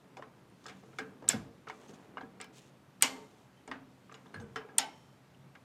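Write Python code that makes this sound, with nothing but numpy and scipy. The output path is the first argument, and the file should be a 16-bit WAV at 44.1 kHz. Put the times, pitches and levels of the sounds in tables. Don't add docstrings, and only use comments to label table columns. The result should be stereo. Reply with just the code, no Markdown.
import sys
import numpy as np
from scipy import signal
from scipy.fft import rfft, irfft
from scipy.io import wavfile
from scipy.ndimage import uniform_filter1d

SR = 44100
rng = np.random.default_rng(int(sys.argv[2]) if len(sys.argv) > 2 else 0)


def log_audio(samples):
    frames = np.atleast_2d(samples).T
    limited = np.clip(frames, -1, 1)
    pcm = np.round(limited * 32767).astype(np.int16)
    wavfile.write(sys.argv[1], SR, pcm)


def ratio_of_db(decibels):
    return 10 ** (np.asarray(decibels, float) / 20)


N = 248724

# pitch_hz, density_db per Hz
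YARD_COLOUR = [(16, -46.5), (80, -21), (135, -4), (393, -14.5), (1000, -18.5), (2000, -25), (14500, -43.5),
               (16500, -70)]
# pitch_hz, width_hz, level_db
ENGINE_LINES = [(134, 10, -68), (190, 13, -70.5), (261, 8.8, -77.5)]
# time_s, level_db
ENGINE_SWELL = [(0, -69), (.8, -62.5), (1.599, -74), (1.95, -69), (2.8, -74), (3.2, -66), (3.5, -73),
                (4.38, -68), (4.8, -75), (5.64, -74)]
# pitch_hz, side_re_mid_db
SIDE_COLOUR = [(25, -5.5), (60, -27), (150, -30.5), (400, -18), (3000, -15), (7000, -20), (13000, -21),
               (14500, -40.5)]

# start_s, level_db, t60_s
HEAVES = [
    (1.33, -48, 0.45),
    (3.015, -52, .1),
    (4.35, -51, 0.5),
]
# start_s, level_db
THUDS = [(0.853, -50.5), (1.25, -44), (1.337, -34), (1.459, -45.5), (1.89, -49), (1.948, -61),
         (2.225, -46.5), (3.017, -60), (3.718, -53), (4.35, -46.5), (4.4, -43.5), (4.439, -48)]
# pitch_hz, level_db, t60_s
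DECK_MODES = [(61.95, -19.5, 0.32), (112, -6, 0.26), (148.3, -3, 0.29), (204, 2.5, 0.2), (223.4, -2, 0.31),
              (261, -5.5, 0.15), (331, -13, .4), (462, -8, 0.4), (560, -13.5, 0.17)]

# time_s, level_db
STRAIN = [(0, -63.5), (.35, -62.5), (.5, -64), (1.0, -61), (1.24, -60), (1.6, -65.5), (1.84, -54.5),
          (2.1, -59), (2.55, -61), (2.89, -66), (3.05, -65), (3.19, -56), (3.31, -65), (4.15, -64.5),
          (4.44, -55), (4.6, -68), (4.77, -57), (5.04, -65.5)]
# middle_s, length_s, level_db
SLIDES = [(.72, 0.42, -72.5), (1.0, 0.34, -74), (1.748, .16, -70.5), (1.828, 0.085, -69),
          (1.865, 0.073, -72), (1.902, 0.057, -65), (1.946, 0.05, -67), (2.02, .2, -74), (3.38, .25, -75),
          (2.548, .05, -65), (2.58, 0.048, -62), (2.62, 0.14, -68.5), (2.686, .05, -71.5),
          (3.17, .35, -70.5), (4.3, 1, -79), (4.95, 0.42, -73.5)]
# pitch_hz, density_db per Hz
RUB_COLOUR = [(120, -32), (200, 2.5), (500, -1.5), (602, -8), (1140, -10.5), (3500, -28), (4550, -53.5),
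              (7700, -120)]
# pitch_hz, density_db per Hz
SCRAPE_COLOUR = [(1470, -29), (2500, -3), (3480, -4), (3800, -4.5), (4910, -10.5), (5530, -6.5),
                 (6830, -5.5), (15000, -27.5)]
# start_s, level_db, pitch_hz, glide_hz_per_s, t60_s
CHIRPS = [(4.355, -51, 1700, -1900, .4), (4.342, -63, 9100, 0, .09), (4.345, -62, 4300, 0, .1),
          (4.398, -59, 3650, 0, .05), (4.402, -63, 6400, 0, .11), (4.412, -61, 8300, 0, .1),
          (5.345, -60, 2900, 0, .04), (2.42, -62, 5250, 0, .2), (.987, -43, 1590, 0, .3),
          (.987, -51, 2300, 0, .18), (4.56, -53, 3050, 0, .2), (4.56, -52, 5300, 0, .13)]
# start_s, level_db, pitch_hz, glide_hz_per_s, t60_s
RAIL_HUMS = [(.99, -52, 441, 0, 0.83), (1.0, -52, 268, 0, 0.86), (3.69, -46.5, 268, 0.0083, 0.74),
             (4.562, -46.5, 436, 0, 0.6), (4.57, -54.5, 776, 0, 0.65), (2.23, -49.5, 268, 0, 0.41),
             (3.045, -47.5, 268, 0, 0.82), (3.06, -50, 429, 0, 0.8), (4.56, -49, 1331, 0, 0.24)]

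# start_s, level_db, treble_re_body_db, body_hz
KNOCKS = [(0.169, -40.5, -9, 835), (0.657, -43.5, -22, 1410), (0.682, -42.5, -3, 2400),
          (0.695, -41, -6, 1700), (0.986, -31, -6.5, 1450), (1.24, -45, -20.5, 800),
          (1.332, -31.5, -35, 1487), (2.401, -38, -30.5, 2160), (3.677, -40, -10, 873),
          (3.714, -34.5, -20.5, 1496), (4.142, -46, -4.5, 1493), (4.559, -31.5, -5.5, 1420),
          (4.686, -47.5, -24, 1300)]
# start_s, level_db, treble_re_body_db, body_hz
CLUNKS = [(0.223, -40.5, -21, 1200), (1.698, -35, -12, 1200), (2.170, -35.5, -30.5, 1050),
          (2.212, -35.5, -23, 1003), (2.412, -42, 3, 2280), (4.341, -38, -19, 1530),
          (4.399, -46, -4.5, 900)]
# start_s, level_db, treble_re_body_db, body_hz
TICKS = [(0.194, -45, -23, 515), (0.641, -54, 1, 1340), (0.664, -42, 1, 1290), (0.834, -47.5, -26, 870),
         (0.93, -50, -22, 1300), (1.223, -41.5, -19, 566), (1.685, -44.5, -2.5, 2450),
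         (1.894, -51, -3, 564), (1.938, -54, -2, 729), (2.443, -48, 0, 1500), (4.095, -47.5, -33, 1305),
         (4.116, -45, -19.5, 1200), (4.124, -51, -6, 1135), (4.258, -48, -17, 990), (5.345, -63, -21, 540),
         (5.552, -46, -30.5, 1520)]
# start_s, level_db, treble_re_body_db, body_hz
TAPS = [(1.2795, -39, -5, 3000), (1.670, -41, -24, 1100), (1.6735, -38, -30, 1200),
        (2.1795, -35, -34, 1100), (3.0095, -39, -12, 2900)]
# events, bass_re_body_db, damping_t60_s
KNOCK_KINDS = [(KNOCKS, -7.5, 0.72), (CLUNKS, -27, 0.34), (TICKS, -11.5, 0.12), (TAPS, -20, 0.083)]
# pitch_hz, level_db, t60_s
LINKAGE_MODES = [(268, -9.5, 8.6), (350, -18, 0.72), (438.4, -3, 0.34), (767, -10, 0.47), (1200, -13, 0.2),
                 (1324, -7, 0.16), (1600, -7, 0.12), (1645, -14, 0.35), (1857, -14, 0.047),
                 (2130, -4.5, 0.078), (2340, -17, 0.38), (2907, -18, 0.14), (3480, -20.5, 0.12),
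                 (5110, -20, 0.12)]

# start_s, level_db, pitch_hz, t60_s
LONE_MODES = [(1.2795, -41, 3900, .015), (1.2795, -45, 5600, .015), (1.2893, -25, 3500, .014),
              (1.2935, -37, 3510, .05), (1.2935, -46, 13130, .04), (1.296, -31, 7500, .025),
              (1.2995, -31, 1700, .05), (1.311, -35, 2170, .04), (1.331, -34, 1500, .03),
              (3.0235, -21, 2300, .02), (3.0235, -22, 3200, .02), (3.0235, -24, 4700, .016),
              (3.0235, -26, 6000, .016), (3.0235, -29, 13100, .016), (3.029, -30, 6900, .05),
              (4.7836, -34, 3200, .013), (4.7855, -28, 4300, .02), (4.788, -32, 7100, .035),
              (4.792, -34, 800, .25), (4.795, -34, 5300, .05),
              (.2235, -42, 1800, .03), (.5, -66, 8800, .012), (.657, -45, 1250, .04),
                 (.664, -47, 5200, .02), (.664, -50, 3500, .02), (.664, -50, 7300, .02),
                 (.9858, -34, 1310, .035), (.9858, -35, 2290, .03), (.9858, -41, 3450, .03),
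                 (.991, -36, 1620, .1), (.991, -40, 770, .1), (1.698, -38, 914, .03),
                 (1.698, -40, 1850, .04), (1.704, -42, 2200, .04), (1.882, -58, 6330, .03),
                 (1.9383, -56, 6200, .03), (2.171, -47, 2870, .065), (2.1712, -32, 1060, .014),
                 (2.1797, -37, 1600, .03), (2.2085, -42, 1550, .025), (2.2085, -58, 3250, .02),
                 (2.21, -55, 4050, .02), (2.224, -57, 3200, .02), (2.234, -49, 1650, .08),
                 (2.4433, -58, 14800, .005), (2.4433, -56, 9500, .005), (2.4433, -53, 3000, .05),
                 (3.677, -48, 2200, .04), (3.714, -37, 1233, .055), (3.714, -40, 1577, .065),
                 (3.714, -38, 1873, .06), (3.714, -49, 2842, .04), (3.714, -49, 3289, .04),
                 (3.712, -63, 8600, .025), (4.117, -48, 1200, .05), (4.1237, -55, 7400, .01),
                 (4.1421, -49, 3950, .02), (4.1421, -50, 2870, .03), (4.267, -57, 3530, .02),
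                 (4.3435, -37, 1550, .025), (4.345, -52, 4200, .05), (4.361, -43, 1680, .04),
                 (4.412, -48, 480, .09), (4.418, -42, 210, .25), (4.5595, -39, 1350, .08),
                 (4.5595, -38, 1650, .09), (4.5595, -40, 1900, .07), (4.5595, -45, 3070, .08),
                 (4.694, -50, 1650, .06),
              (4.79, -63, 5475, 1.1), (4.79, -63, 3100, 1.3), (4.79, -62, 2121, .6), (4.80, -48, 267, .6),
           (4.86, -62, 8800, .1), (3.03, -58, 11750, .4), (3.03, -54, 12900, .15), (3.03, -59, 7050, .5),
           (3.03, -62, 8400, .4), (3.04, -45, 262, .6), (3.57, -66, 3080, .15), (1.30, -41, 5450, .1),
           (1.3, -46, 1633, .2), (1.339, -33, 230, .12), (1.339, -36, 480, .05), (1.345, -42, 110, .35),
           (4.36, -47, 105, .4),
              (.1695, -46, 2400, .015), (.189, -61, 5300, .015), (.1952, -39, 600, .02),
          (.2235, -40, 1050, .04), (.2215, -56, 2900, .015), (.231, -59, 3150, .03), (1.379, -41, 230, .2),
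          (4.41, -45, 150, .25), (2.401, -54, 7100, .015), (3.7135, -38, 1000, .03),
          (3.7145, -47, 3600, .015), (3.6765, -48, 7000, .012), (4.095, -48, 1200, .04),
          (4.1145, -53, 2600, .015), (4.123, -50, 1200, .03), (4.1237, -56, 6200, .012),
          (4.148, -57, 6800, .04), (3.7145, -48, 4900, .012), (3.6765, -51, 8400, .012),
          (5.553, -52, 1550, .04), (5.553, -55, 2300, .03), (4.7835, -22, 7300, .01)]

# start_s, level_db, pitch_hz, t60_s
PINGS = [(1.2878, -18, 8940, 0.007), (1.2892, -5, 7670, 0.0048), (1.2908, -15, 7900, 0.008),
         (1.29, -18, 6400, .012), (2.4136, -32.5, 8080, 0.0045), (3.0201, -35.5, 8930, 0.008),
         (3.024, -9.5, 7100, 0.01), (3.0238, -10.5, 8400, 0.0095), (3.024, -14.5, 11720, 0.01472),
         (3.0234, -5, 8204, 0.004), (3.031, -20.5, 8100, 0.008), (4.7817, -19.5, 8700, 0.007),
         (4.7835, -3, 7900, 0.0038), (4.7851, -13.5, 8500, 0.009)]
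# pitch_ratio, level_db
PIN_OVERTONES = [(.43, -28.5), (.72, -23.5), (1.12, -11), (1.361, -26), (1.62, -28), (1.899, -32.5)]
# start_s, clatter_db, ringing_db
SNAPS = [
    (1.29, -23.5, -27.5),
    (3.0232, -15.5, -24),
    (4.783, -19.5, -25.5),
]
# late_modes_db, diffuse_tail_db
AFTERGLOW = [(-46.5, -38), (-40, -31.5), (-49, -39.5)]
# pitch_hz, density_db per Hz
CLATTER_COLOURS = [
    [(88, -38.5), (150, -5.5), (1070, -8.5), (1650, -6.5), (4690, -8), (7080, -10.5), (13800, -21.5),
     (15500, -63.5)],
    [(88, -53.5), (300, -23.5), (980, -9.5), (2920, -6), (4080, -9.5), (6680, -9.5), (14500, -29.5),
     (16500, -74)],
    [(120, -61.5), (669, -20), (847, -6), (1070, -26), (2050, -8), (6940, -19.5), (14500, -35.5),
     (16500, -65)],
]
# pitch_hz, t60_s
CASTING_DECAY = [(150, 0.33), (500, 0.64), (1500, 0.26), (3000, .22), (6000, 0.2), (9000, 0.19),
                 (15000, 0.16)]
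# pitch_hz, level_db, t60_s
REAR_RING = [(1534, -5, .16), (1633, -14, 0.19), (2180, -8, .2), (2890, -8.5, .13), (3420, -8, 0.19),
             (4436, -10, .1), (5195, -7, 0.13), (5400, -1, .11), (6175, -12, .15), (6920, -1.5, .085),
             (7359, -4, .1), (7860, -11.5, .12), (8550, -18, .13), (12630, -22, .14)]
# pitch_hz, level_db, t60_s
FRONT_RING = [(430, -18, .6), (915, -13, .5), (1147, -12, .4), (1626, -12, .19), (2090, -20, .4),
              (2266, -5, .16), (2417, -11, .22), (2890, -1, .14), (3085, -9, .15), (4506, -19, .23),
              (5184, -13, .14), (5475, -4, .085), (6826, -14, .17), (11810, -27, .22)]
# pitch_hz, level_db, t60_s
REAR_AGAIN_RING = [(880, -4, .3), (1147, -24, .4), (1346, -11, .25), (1534, -6, .2), (1949, -8, .15),
                   (2170, -18, .35), (3025, -4, .17), (3560, -9, .14), (3833, -16, .22), (4242, -10, .14),
                   (5200, -12, .17), (5530, -6, .1), (6503, -6.5, .1), (6971, -14, .17)]
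# pitch_hz, level_db, t60_s
LATE_CLUSTERS = [
    [(3420, -9, .33), (5400, -4, .35), (7300, -1, .4), (12650, -8, .3)],
    [(2100, -2, .55), (3060, -5, .5), (4450, -7, .5), (7200, -7, .5), (8300, -9, .45), (11750, -14, .42)],
    [(2130, -4, .5), (3060, 0, .7), (5475, -4, .6), (7430, -9, .35)],
]


def evened(x):
    return x / np.sqrt(np.mean(x ** 2) + 1e-20)


def peaked(x):
    return x / (abs(x).max() + 1e-20)


def read(points, hz):
    f, value = np.transpose(points)
    return np.interp(np.log(hz + 1), np.log(f + 1), value, left=min(value[0], 1), right=value[-1])


def add(mix, start_s, sound):
    part = mix[round(start_s * SR):][:len(sound)]
    part += sound[:len(part)]


def coloured(x, points):
    gain = ratio_of_db(read(points, np.fft.rfftfreq(len(x), 1 / SR)))
    return evened(irfft(rfft(x) * gain, len(x)))


def resonance(hz, centre_hz, width_hz):
    return 1 / (1 + (2 * (hz - centre_hz) / width_hz) ** 2)


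def onset(t, rise_s):
    return (1 - np.exp(-t / rise_s)) * np.minimum(1, 5 * (1 - t / t[-1]))


def ring(modes, t, chance, spread_db=0):
    hz, db, t60 = np.transpose(modes)[:, :, None]
    phase, size = chance[:len(hz), :1], chance[:len(hz), 1:]
    beat_hz = 0.021 * hz * (phase - size)
    beat = 1 + 0.73 * np.cos(2 * np.pi * (beat_hz * t + size))
    level = ratio_of_db(db + spread_db * (size - 0.5) - 60 * t / t60)
    return level * beat * np.sin(2 * np.pi * (hz * t + phase))


def cluster(modes, t):
    hz, db, t60 = np.transpose(modes)[:, :, None]
    noise = rng.standard_normal((len(modes), len(t)))
    width_hz = 0.05 * hz
    bands = irfft(rfft(noise) * resonance(np.fft.rfftfreq(len(t), 1 / SR), hz, width_hz), len(t))
    return (bands / bands.std(1, keepdims=True) * ratio_of_db(db - 60 * t / t60)).sum(0)


def clatter(t, noise, points, stretch):
    hz, s, z = signal.stft(noise, SR, nperseg=256)
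    t60 = stretch * read(CASTING_DECAY, hz)[:, None]
    z = z * ratio_of_db(read(points, hz)[:, None] - 60 * s / t60)
    return signal.istft(z, SR, nperseg=256)[1][:len(t)]


def lumpy(noise):
    bins = len(noise) // 2 + 1
    lumps = evened(uniform_filter1d(rng.standard_normal(bins), size=int(80 * len(noise) / SR)))
    return irfft(rfft(noise) * ratio_of_db(3 * lumps), len(noise))


def far_engine():
    out, hz = np.zeros(N), np.fft.rfftfreq(N, 1 / SR)
    s, swell_db = np.transpose(ENGINE_SWELL)
    load = ratio_of_db(np.interp(np.arange(N) / SR, s, swell_db - np.mean(swell_db)))
    for (line_hz, width_hz, db), swell in zip(ENGINE_LINES, (1, load, 1)):
        line = irfft(rfft(rng.standard_normal(N)) * resonance(hz, line_hz, width_hz), N)
        out += ratio_of_db(db) * swell * evened(line)
    return out


def yard():
    frames, hz = N // 256 + 5, np.fft.rfftfreq(1024, 1 / SR)
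    a, b, patches = rng.standard_normal((frames, 513, 3)).T
    patches = uniform_filter1d(patches, 10, 0)
    patches = evened(uniform_filter1d(patches, 14, 1))
    z = (a + 1j * b) * ratio_of_db(read(YARD_COLOUR, hz)[:, None] + 0.98 * patches)
    wash = evened(signal.istft(z, nperseg=1024, noverlap=768)[1][:N])
    return ratio_of_db(-62) * wash + far_engine()


def heaves():
    t, level = np.arange(30000) / SR, np.zeros(N)
    for s, db, t60 in HEAVES:
        swell = onset(t, 0.055 * t60) ** 2 * ratio_of_db(-60 * t / t60)
        add(level, s, ratio_of_db(db) * peaked(swell))
    rumble = [(15, -40.5), (35, -17.5), (60, -9), (110, 0.5), (200, -2), (300, -30), (800, -80.5)]
    return level * coloured(rng.standard_normal(N), rumble)


def thuds():
    out, t = np.zeros(N), np.arange(20000) / SR
    for s, db in THUDS:
        boom = ring(DECK_MODES, t, rng.random((len(DECK_MODES), 2)), spread_db=7.5).sum(0)
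        add(out, s, ratio_of_db(db) * peaked(boom * onset(t, 0.018)))
    return out


def rubbing():
    t, out = np.arange(N) / SR, np.zeros(N)
    strain = ratio_of_db(np.interp(t, *np.transpose(STRAIN)))
    strain = np.sqrt(np.maximum(strain ** 2 - ratio_of_db(-66) ** 2, 0))
    slide = np.zeros(N)
    for middle_s, length_s, db in SLIDES:
        slide += ratio_of_db(db) * np.cos(np.pi * np.clip((t - middle_s) / length_s, -0.5, 0.5))
    for level, colour, slips_per_s in ((strain, RUB_COLOUR, 3000), (slide, SCRAPE_COLOUR, 5000)):
        force = ratio_of_db(1.5 * np.minimum(rng.exponential(1, N), 3))
        slips = force * rng.standard_normal(N) * (rng.random(N) < slips_per_s / SR)
        out += level * coloured(slips, colour)
    return out


def chirps():
    out, t = np.zeros(N), np.arange(16000) / SR
    for s, db, hz, glide, t60 in CHIRPS + RAIL_HUMS:
        grip = 0.7 + evened(uniform_filter1d(rng.standard_normal(len(t)), size=int(8 * SR / hz)))
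        tone = np.sin(2 * np.pi * (hz * t + glide * t ** 2 / 2))
        add(out, s, ratio_of_db(db - 60 * t / t60) * grip * tone * onset(t, 0.00094))
    return out


def knock(t, treble_db, body_hz, bass_db, damping_t60):
    noise, chance = rng.standard_normal((3, len(t))), rng.random((len(LINKAGE_MODES), 2))
    modes = ring(LINKAGE_MODES, t, chance, spread_db=8.5)
    mode_hz = np.transpose(LINKAGE_MODES)[0]
    damping_db = -60 * t / damping_t60
    crisp = 1 + 0.98 * np.exp(-t / 0.004)

    body = [(body_hz / 5, -40), (body_hz / 3.2, -9), (body_hz, 0), (body_hz * 1.87, -10),
            (body_hz * 5.4, -35), (16000, -80)]
    mid = peaked(clatter(t, noise[0], body, 1.456) * crisp * onset(t, 0.00075) * ratio_of_db(damping_db))
    lines = ratio_of_db(0.42 * read(body, mode_hz)) @ modes
    mid += ratio_of_db(-4) * peaked(lines * onset(t, 0.0016) * ratio_of_db(0.55 * damping_db))

    treble = [(1500, -40), (3500, 6), (7000, 3.5), (11000, -12.5), (16000, -24.5)]
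    high = peaked(clatter(t, noise[1], treble, 0.45) * crisp * onset(t, 0.0002))
    high_modes = [mode for mode in LINKAGE_MODES if mode[0] > 2700]
    high += min(damping_t60, 0.4) * peaked(cluster(high_modes, t) * onset(t, 0.0005))

    bass = [(80, -41.5), (200, -1), (450, -5), (900, -27), (3000, -71)]
    low = peaked(clatter(t, noise[2], bass, 0.45)) + peaked((mode_hz < 600) @ modes)

    sound = peaked(mid) + ratio_of_db(treble_db + 0.3 * damping_db) * peaked(high)
    return sound + ratio_of_db(bass_db - 60 * t / 0.19) * low * onset(t, 0.0069)


def knocks():
    out, t = np.zeros(N), np.arange(12000) / SR
    for events, bass_db, damping_t60 in KNOCK_KINDS:
        for s, db, treble_db, body_hz in events:
            add(out, s, ratio_of_db(db) * knock(t, treble_db, body_hz, bass_db, damping_t60))
    return out


def blows():
    out, t = np.zeros(N), np.arange(20000) / SR
    for s, db, hz, t60 in LONE_MODES:
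        waver = 1 + 0.3 * np.cos(2 * np.pi * 0.03 * hz * t)
        tone = ratio_of_db(-60 * t / t60) * waver * np.sin(2 * np.pi * hz * t)
        add(out, s, ratio_of_db(db) * peaked(tone * onset(t, 0.0006)))
    return out


def pin_pings():
    out, t = np.zeros(N), np.arange(1000) / SR
    for s, db, hz, t60 in PINGS:
        modes = [(hz, 0, t60)] + [(hz * ratio, over_db, t60) for ratio, over_db in PIN_OVERTONES]
        ping = ring(modes, t, rng.random((len(modes), 2))).sum(0)
        add(out, s, ratio_of_db(db) * peaked(ping * onset(t, 0.00026)))
    return out


def bar_snaps():
    out, t = np.zeros(N), np.arange(30000) / SR
    rings = (REAR_RING, FRONT_RING, REAR_AGAIN_RING)
    grip = [SR, SR, 0.6]
    for snap, modes, colour, clusters, glow in zip(SNAPS, rings, CLATTER_COLOURS, LATE_CLUSTERS, AFTERGLOW):
        (s, clatter_db, ring_db), (late_db, tail_db) = snap, glow
        dense = clatter(t, lumpy(rng.standard_normal(len(t))), colour, 0.77) * onset(t, 0.00077)
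        tail = clatter(t, rng.standard_normal(len(t)), colour, 1.9) * onset(t, 0.006)
        lines = ring(np.minimum(modes, grip), t, rng.random((len(modes), 2))).sum(0) * onset(t, 0.0098)
        late = cluster(clusters, t) * onset(t, 0.0044)
        sound = ratio_of_db(clatter_db) * peaked(dense) + ratio_of_db(ring_db) * peaked(lines)
        sound += ratio_of_db(late_db) * peaked(late) + ratio_of_db(tail_db) * peaked(tail)
        add(out, s, sound)
    return out


def scene():
    low_cut = signal.butter(3, 140, "highpass", fs=SR, output="sos")
    small_parts = signal.sosfilt(low_cut, pin_pings() + bar_snaps() + knocks() + blows())
    steel = small_parts + thuds() + heaves() + chirps() + rubbing()

    t = np.arange(6000) / SR
    smear = rng.standard_normal(len(t)) * ratio_of_db(-60 * t / 0.11)
    side = ratio_of_db(-28) * signal.oaconvolve(steel, smear / np.linalg.norm(smear))[:N]
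    side = signal.lfilter([1, -0.45], 1, side)
    mid = steel + yard()
    side = side + ratio_of_db(-20) * yard()
    side = irfft(rfft(side) * ratio_of_db(read(SIDE_COLOUR, np.fft.rfftfreq(N, 1 / SR)) + 29), N)
    return np.array([mid * ratio_of_db(-0.08) + side, mid * ratio_of_db(-0.25) - side])


def roll_off(x):
    return signal.sosfilt(signal.butter(12, 16660, fs=SR, output="sos"), x)


def record(dry):
    soft = 0.62 * np.tanh(dry / 0.62)
    band_limit = signal.firwin(301, 16500, window=("kaiser", 9), fs=SR)
    limited = signal.oaconvolve(soft, band_limit[None], "same")
    return roll_off(limited)


dry = scene()
out = record(dry)
log_audio(out)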